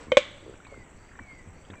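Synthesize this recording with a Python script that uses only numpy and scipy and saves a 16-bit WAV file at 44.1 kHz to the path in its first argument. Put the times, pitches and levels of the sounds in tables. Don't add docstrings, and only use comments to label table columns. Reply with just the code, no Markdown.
import sys
import numpy as np
from scipy import signal
from scipy.fft import rfft, irfft
from scipy.io import wavfile
from scipy.ndimage import uniform_filter1d

SR = 44100
rng = np.random.default_rng(int(sys.argv[2]) if len(sys.argv) > 2 else 0)


def field_ratio(decibels):
    return 10 ** (np.asarray(decibels, dtype=float) / 20)


def transcribe(signal):
    frames = np.atleast_2d(signal).T
    limited = np.clip(frames, -1, 1)
    pcm = np.round(limited * 32767).astype(np.int16)
    wavfile.write(sys.argv[1], SR, pcm)


N = 79380


def read(points, hz):
    f, value = np.transpose(points)
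    return np.interp(np.log(hz + 1), np.log(f + 1), value)


def evened(x):
    return x / np.sqrt(np.mean(x ** 2) + 1e-20)


def add(mix, start_s, sound):
    part = mix[round(start_s * SR):][:len(sound)]
    part += sound[:len(part)]


def drift(hz, size):
    low_pass = signal.butter(2, hz, fs=SR, output="sos")
    return evened(signal.sosfiltfilt(low_pass, rng.standard_normal(size), padtype="even"))


def resonate(x, hz, width_hz):
    turn = np.exp(2j * np.pi * np.cumsum(hz * np.ones(len(x))) / SR)
    r = np.exp(-np.pi * width_hz / SR)
    return 2 * (turn * signal.lfilter([1 - r], [1, -r], x / turn)).real


def coloured(points, x):
    hz = np.fft.rfftfreq(len(x), 1 / SR)
    return irfft(rfft(x) * field_ratio(read(points, hz)), len(x))


def fading_noise():
    # f/Hz, level/dB per Hz
    early_colour = [(59, -54), (100, -15), (555, 3), (694, -7), (1050, -2.5), (6990, -22.5), (8580, -14.5),
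                    (11200, -54), (18900, -120)]
    level_db, length_s = -49, 0.1
    t = np.arange(N) / SR
    fade = np.cos(np.pi / 2 * np.clip(t / length_s, 0, 1))
    return field_ratio(level_db) * fade * evened(coloured(early_colour, rng.standard_normal(N)))


def wash():
    # f/Hz, level/dB per Hz
    far_forest = [(20, 0.5), (90, -6.5), (300, -12.5), (1500, -21.5), (2100, -22), (3300, -32.5),
                  (5100, -45.5), (6500, -34.5)]
    level_db, swell_db, patchy_db = -51, .6, 1.2
    frames, hz = N // 256 + 5, np.fft.rfftfreq(1024, 1 / SR)
    a, b, patches = rng.standard_normal((frames, 513, 3)).T
    patches = uniform_filter1d(patches, size=10, axis=0)
    patches = evened(uniform_filter1d(patches, size=12, axis=1))
    z = (a + 1j * b) * field_ratio(read(far_forest, hz)[:, None] + patchy_db * patches)
    noise = signal.istft(z, nperseg=1024, noverlap=768)[1][:N]
    return field_ratio(level_db + swell_db * drift(4.35, size=N)) * evened(noise)


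def insects():
    # f/Hz, width/Hz, level/dB, clicks/per s
    chorus = [(7790, 730, -67.5, 2400), (5830, 460, -77, 530)]
    first_s, every_s, length_s = .08, .29, .19
    low_hz, high_hz, width_hz, buzz_db = 4280, 4720, 450, -73.5
    part = ((np.arange(N) / SR - first_s) % every_s) / length_s
    hz = low_hz + (high_hz - low_hz) * np.sqrt(np.clip(part, 0, 1))
    on = np.clip(np.minimum(part, 1 - part) / 0.12, 0, 1)
    scrape = rng.standard_normal(N) * field_ratio(0.92 * drift(250, size=N))
    buzz = resonate(resonate(scrape, hz, width_hz), hz, width_hz)
    out = field_ratio(buzz_db) * on * evened(buzz)
    for ring_hz, ring_width, db, rate in chorus:
        clicks = (rng.random(N) < rate / SR) * rng.standard_normal(N)
        clicks = clicks * field_ratio(1.9 * drift(40, size=N))
        out += field_ratio(db) * evened(resonate(resonate(clicks, ring_hz, ring_width), ring_hz, ring_width))
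    return out


def smacks():
    # t/s, peak level/dB, f/Hz, width/Hz, t60/s (time to fall by 60 dB)
    licks = [(0.023, -47, 1100, 600, .015), (.076, -49, 980, 203, .04), (0.5378, -46.5, 1430, 402, .012),
             (.541, -49, 2600, 895, .01), (0.556, -49.5, 2330, 1210, .012), (.601, -45.5, 1380, 304, 0.017),
             (0.65, -42, 1620, 1010, 0.008), (.651, -44.5, 2250, 400, 0.042), (.649, -57, 3950, 704, 0.014),
             (.6675, -41, 1000, 600, 0.016), (.668, -53, 4040, 700, 0.027), (0.74, -44.5, 1300, 400, 0.022),
             (1.084, -59, 1900, 1010, 0.0074), (1.0887, -47.5, 1970, 500, 0.018),
             (1.1135, -49, 1550, 400, .02), (1.1173, -48.5, 1730, 400, 0.01),
             (1.134, -50, 1450, 700, 0.011), (1.138, -57, 1840, 298, 0.021),
             (1.1528, -47, 1540, 395, 0.018), (1.156, -45, 1760, 397, 0.015), (1.19, -35, 1500, 810, .014),
             (1.1891, -37.5, 965, 250, 0.025), (1.193, -35.5, 1820, 403, 0.018),
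             (1.1902, -52, 3170, 800, .01), (1.313, -49.5, 1240, 200, 0.037),
             (1.65, -49.5, 3100, 700, 0.029), (1.7025, -47.5, 3410, 900, 0.045),
             (1.7012, -42, 1470, 1300, 0.052), (1.7341, -40, 1540, 800, 0.036),
             (1.7374, -43, 907, 350, 0.05), (1.739, -42.5, 2430, 1000, 0.031),
             (1.753, -46.5, 1650, 500, 0.034)]
    snap, lips_rise, lips_s = 10, .2, .006
    out, t = np.zeros(N), np.arange(2205) / SR
    wet = rng.standard_normal((len(licks), len(t)))
    climb = 1 + lips_rise * (np.minimum(t / lips_s, 1) - .5)
    first_contact = snap * (np.arange(len(t)) == 10)
    for noise, (start, db, hz, width, t60) in zip(wet, licks):
        sound = noise * field_ratio(-60 * t / max(t60, .004)) * np.minimum(t / 0.00035, 1) + first_contact
        for share in (.5, 1, 2):
            sound = resonate(sound, hz * climb, share * width)
        add(out, start, field_ratio(db) * sound / abs(sound).max())
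    return out


def bird():
    # start t/s, length/s, level/dB, top f/Hz
    whistles = [
        (.05, .3, -59, 2290),
        (.625, .3, -56.5, 2333),
        (1.172, .3, -54, 2382),
        (1.745, .3, -50.5, 2415),
    ]
    # f/Hz, level/dB
    voice = [(1850, -12), (1945, -11), (1990, -2), (2065, -7), (2120, -1), (2170, 3), (2215, -5),
             (2330, -5), (2450, -8)]
    rise_s, fade_share, waver_db = .03, .15, 2.4
    fall_hz_per_s, wet_db, blur_t60 = 1740, -4, .7
    out, t = np.zeros(N), np.arange(SR // 2) / SR
    waver = field_ratio(waver_db * drift(46, size=N))
    for start, length, db, top_hz in whistles:
        part = np.clip(t / length, 0, 1)
        swell = np.minimum(t / rise_s, 1) * np.clip((1 - part) / fade_share, 0, 1)
        swell = swell * field_ratio(db + read(voice, top_hz - fall_hz_per_s * t))
        turns = (top_hz - fall_hz_per_s * t / 2) * t
        add(out, start, np.sqrt(2) * swell * np.sin(2 * np.pi * turns))
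    blur = rng.standard_normal(len(t)) * field_ratio(-60 * t / blur_t60)
    blurred = signal.fftconvolve(out, blur / np.linalg.norm(blur))[:N]
    return out * waver + field_ratio(wet_db) * blurred


def grunts():
    # start t/s, length/s, level/dB, pulses/per s, throat f/Hz
    calls = [(0.062, 0.061, -49, 75, 210), (0.455, 0.08, -47.5, 66, 396), (0.713, 0.048, -49.5, 140, 505),
             (0.749, 0.039, -51.5, 58, 323), (0.775, 0.029, -53, 75, 178), (0.403, 0.092, -57.5, 100, 310),
             (0.519, 0.037, -54, 71, 250), (0.903, 0.029, -59, 90, 208), (1.193, 0.032, -50.5, 85, 209),
             (1.327, 0.023, -56, 102, 205), (1.455, 0.039, -53, 80, 135), (1.694, 0.052, -48, 96, 211)]
    breath, jitter, uneven_db = .2, .07, 8.5
    throat_width, chest_hz, chest_width, snout_hz = 173, 94, 29, 626
    chest_db, chest_tilt_db = 0, -7.5
    out, size = np.zeros(N), 4410
    t = np.arange(size) / SR
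    fade = np.clip((t[-1] - t) * 50, 0, 1)
    snout = signal.butter(4, snout_hz, fs=SR, output="sos")
    for start, length, db, rate_hz, throat_hz in calls:
        turns = .5 + np.cumsum(rate_hz * (1 + jitter * drift(80, size=size))) / SR
        pulses = np.diff(np.floor(turns), prepend=0) * field_ratio(uneven_db * drift(64, size=size))
        pulses = (1 - breath) * evened(pulses) + breath * rng.standard_normal(size)
        pulses *= np.sin(np.pi * np.clip(t / length, 0, 1))
        throat = resonate(resonate(pulses, throat_hz, 2 * throat_width), throat_hz, throat_width)
        throat = signal.sosfilt(snout, throat)
        chest = resonate(resonate(pulses, chest_hz, chest_width), chest_hz, 2 * chest_width)
        chest_gain = field_ratio(chest_db + chest_tilt_db * np.log2(throat_hz / 200))
        voice = evened(throat) + chest_gain * evened(chest)
        add(out, start, field_ratio(db) * np.sqrt(length * 10) * fade * voice)
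    return out


def clack(modes, crack_db):
    polarity = [-1, 1, 1, -1, -1, 1, 1, -1, 1, 1, -1, 1, -1, 1, -1, -1, 1, -1, 1]
    # f/Hz, level/dB
    crack_colour = [(300, -24), (900, -13), (1700, -5), (2600, 0), (3700, -5), (4300, -13), (5200, -13),
                    (8000, -15)]
    tusk_hz, slide_s, crack_t60 = 1600, 0.00045, 0.061
    t = np.arange(SR // 4) / SR
    slide = 1 - np.exp(-(t / slide_s) ** 2)
    ring = np.zeros(len(t))
    for (hz, db, t60), sign in zip(modes, polarity):
        build = slide if hz > tusk_hz else 1
        ring += sign * field_ratio(db - 60 * t / t60) * np.sin(2 * np.pi * hz * t) * build
    crack = evened(coloured(crack_colour, rng.standard_normal(len(t))))
    return ring + slide * field_ratio(crack_db - 60 * t / crack_t60) * crack


def woods(x, colour):
    # f/Hz, t60/s
    band_t60 = [(200, 0.41), (550, 0.06), (1200, 0.43), (2300, 0.42), (3500, 0.34), (6000, 0.44),
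                (8500, 0.13)]
    far_db, far_t60, build_s = -12.5, 1.02, 0.0052
    hz, t, z = signal.stft(rng.standard_normal(SR), SR, nperseg=256)
    t60 = read(band_t60, hz)[:, None]
    decay = np.hypot(field_ratio(-60 * t / t60), field_ratio(far_db - 60 * t / far_t60))
    z = z * field_ratio(read(colour, hz)[:, None]) * decay / np.sqrt(t60 * SR / 14)
    tail = signal.istft(z, SR, nperseg=256)[1]
    build = np.clip(np.arange(len(tail)) / SR / build_s, 0, 1) ** 2
    return signal.fftconvolve(x, tail * build)[:N]


def clacks():
    times = [
        .1187,
        .1703,
    ]
    scatter_db = [-29.5, -15]
    # f/Hz, level/dB, t60/s
    mouth_light = [(496, -11.7, .074), (583, -13.2, .052), (538, -18.2, .09)]
    mouth_hard = [(515, -1.4, .044), (582, -.9, .051), (530, -24, .12)]
    # f/Hz, level/dB, t60/s
    skull_light = [(250, -26, 0.034), (345, -29, 0.046), (920, -21.5, 0.02)]
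    skull_hard = [(247, -17.5, 0.029), (344, -25, 0.067), (807, -11, 0.017)]
    # f/Hz, level/dB, t60/s
    jaw_light = [(1100, -24, 0.027), (1550, -30, 0.043), (2130, -11, .015), (2463, -29, 0.065),
                 (3240, -39, 0.022), (3650, -28, .02), (5900, -32.5, 0.0087), (7300, -40.5, 0.01),
                 (1867, -34, 0.066), (2250, -10.5, 0.011), (3340, -22, 0.016), (3080, -23.5, 0.06),
                 (90, -30, .02)]
    jaw_hard = [(1070, -12, 0.03), (1535, -24.5, 0.055), (2284, -6, 0.023), (2413, -19, 0.066),
                (3500, -9, 0.02), (3940, -21, 0.045), (5840, -17, 0.01), (7250, -21, 0.0061),
                (1955, -34, 0.022), (2070, -11.5, 0.0067), (3300, -22, .03), (2993, -20.5, 0.028),
                (68.6, -34, 0.087)]
    # f/Hz, level/dB
    echo = [(200, -17), (550, -31), (1200, -18), (2150, -13), (2500, -19), (3500, -20), (6000, -18.5),
            (8500, -20.5)]
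    scatter = [(200, -35), (800, -30), (1500, -22.5), (2200, -28), (3400, -13.5), (4300, -29), (5200, -40),
               (7500, -34.5)]
    direct_db = -.8
    ringing, blows = np.zeros(N), np.zeros(N)
    add(ringing, times[0], clack(mouth_light + skull_light + jaw_light, crack_db=-35.5))
    add(ringing, times[1], clack(mouth_hard + skull_hard + jaw_hard, crack_db=-15.5))
    blows[np.round(np.multiply(times, SR)).astype(int)] = field_ratio(np.add(scatter_db, 40))
    return field_ratio(direct_db) * ringing + woods(ringing, echo) + woods(blows, scatter)


def scene():
    return (fading_noise() + wash() + insects() + smacks() + bird() + grunts() + clacks())[None]


def top_cut(x):
    return signal.sosfilt(signal.butter(12, 15720, fs=SR, output="sos"), x)


def record(dry):
    edge_hz, edge_width_hz, hiss_db = 8400, 1300, -84.5
    hz = np.fft.rfftfreq(2 * N, 1 / SR)
    edge = np.cos(np.pi / 2 * np.clip((hz - edge_hz) / edge_width_hz + .5, 0, 1)) ** 2
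    padded = np.concatenate([dry, dry[:, ::-1]], axis=1)
    narrow = irfft(rfft(padded) * edge, 2 * N)[:, :N]
    mix = narrow + field_ratio(hiss_db) * rng.standard_normal((1, N))
    return top_cut(np.clip(mix, -1, 1))


dry = scene()
out = record(dry)
transcribe(out)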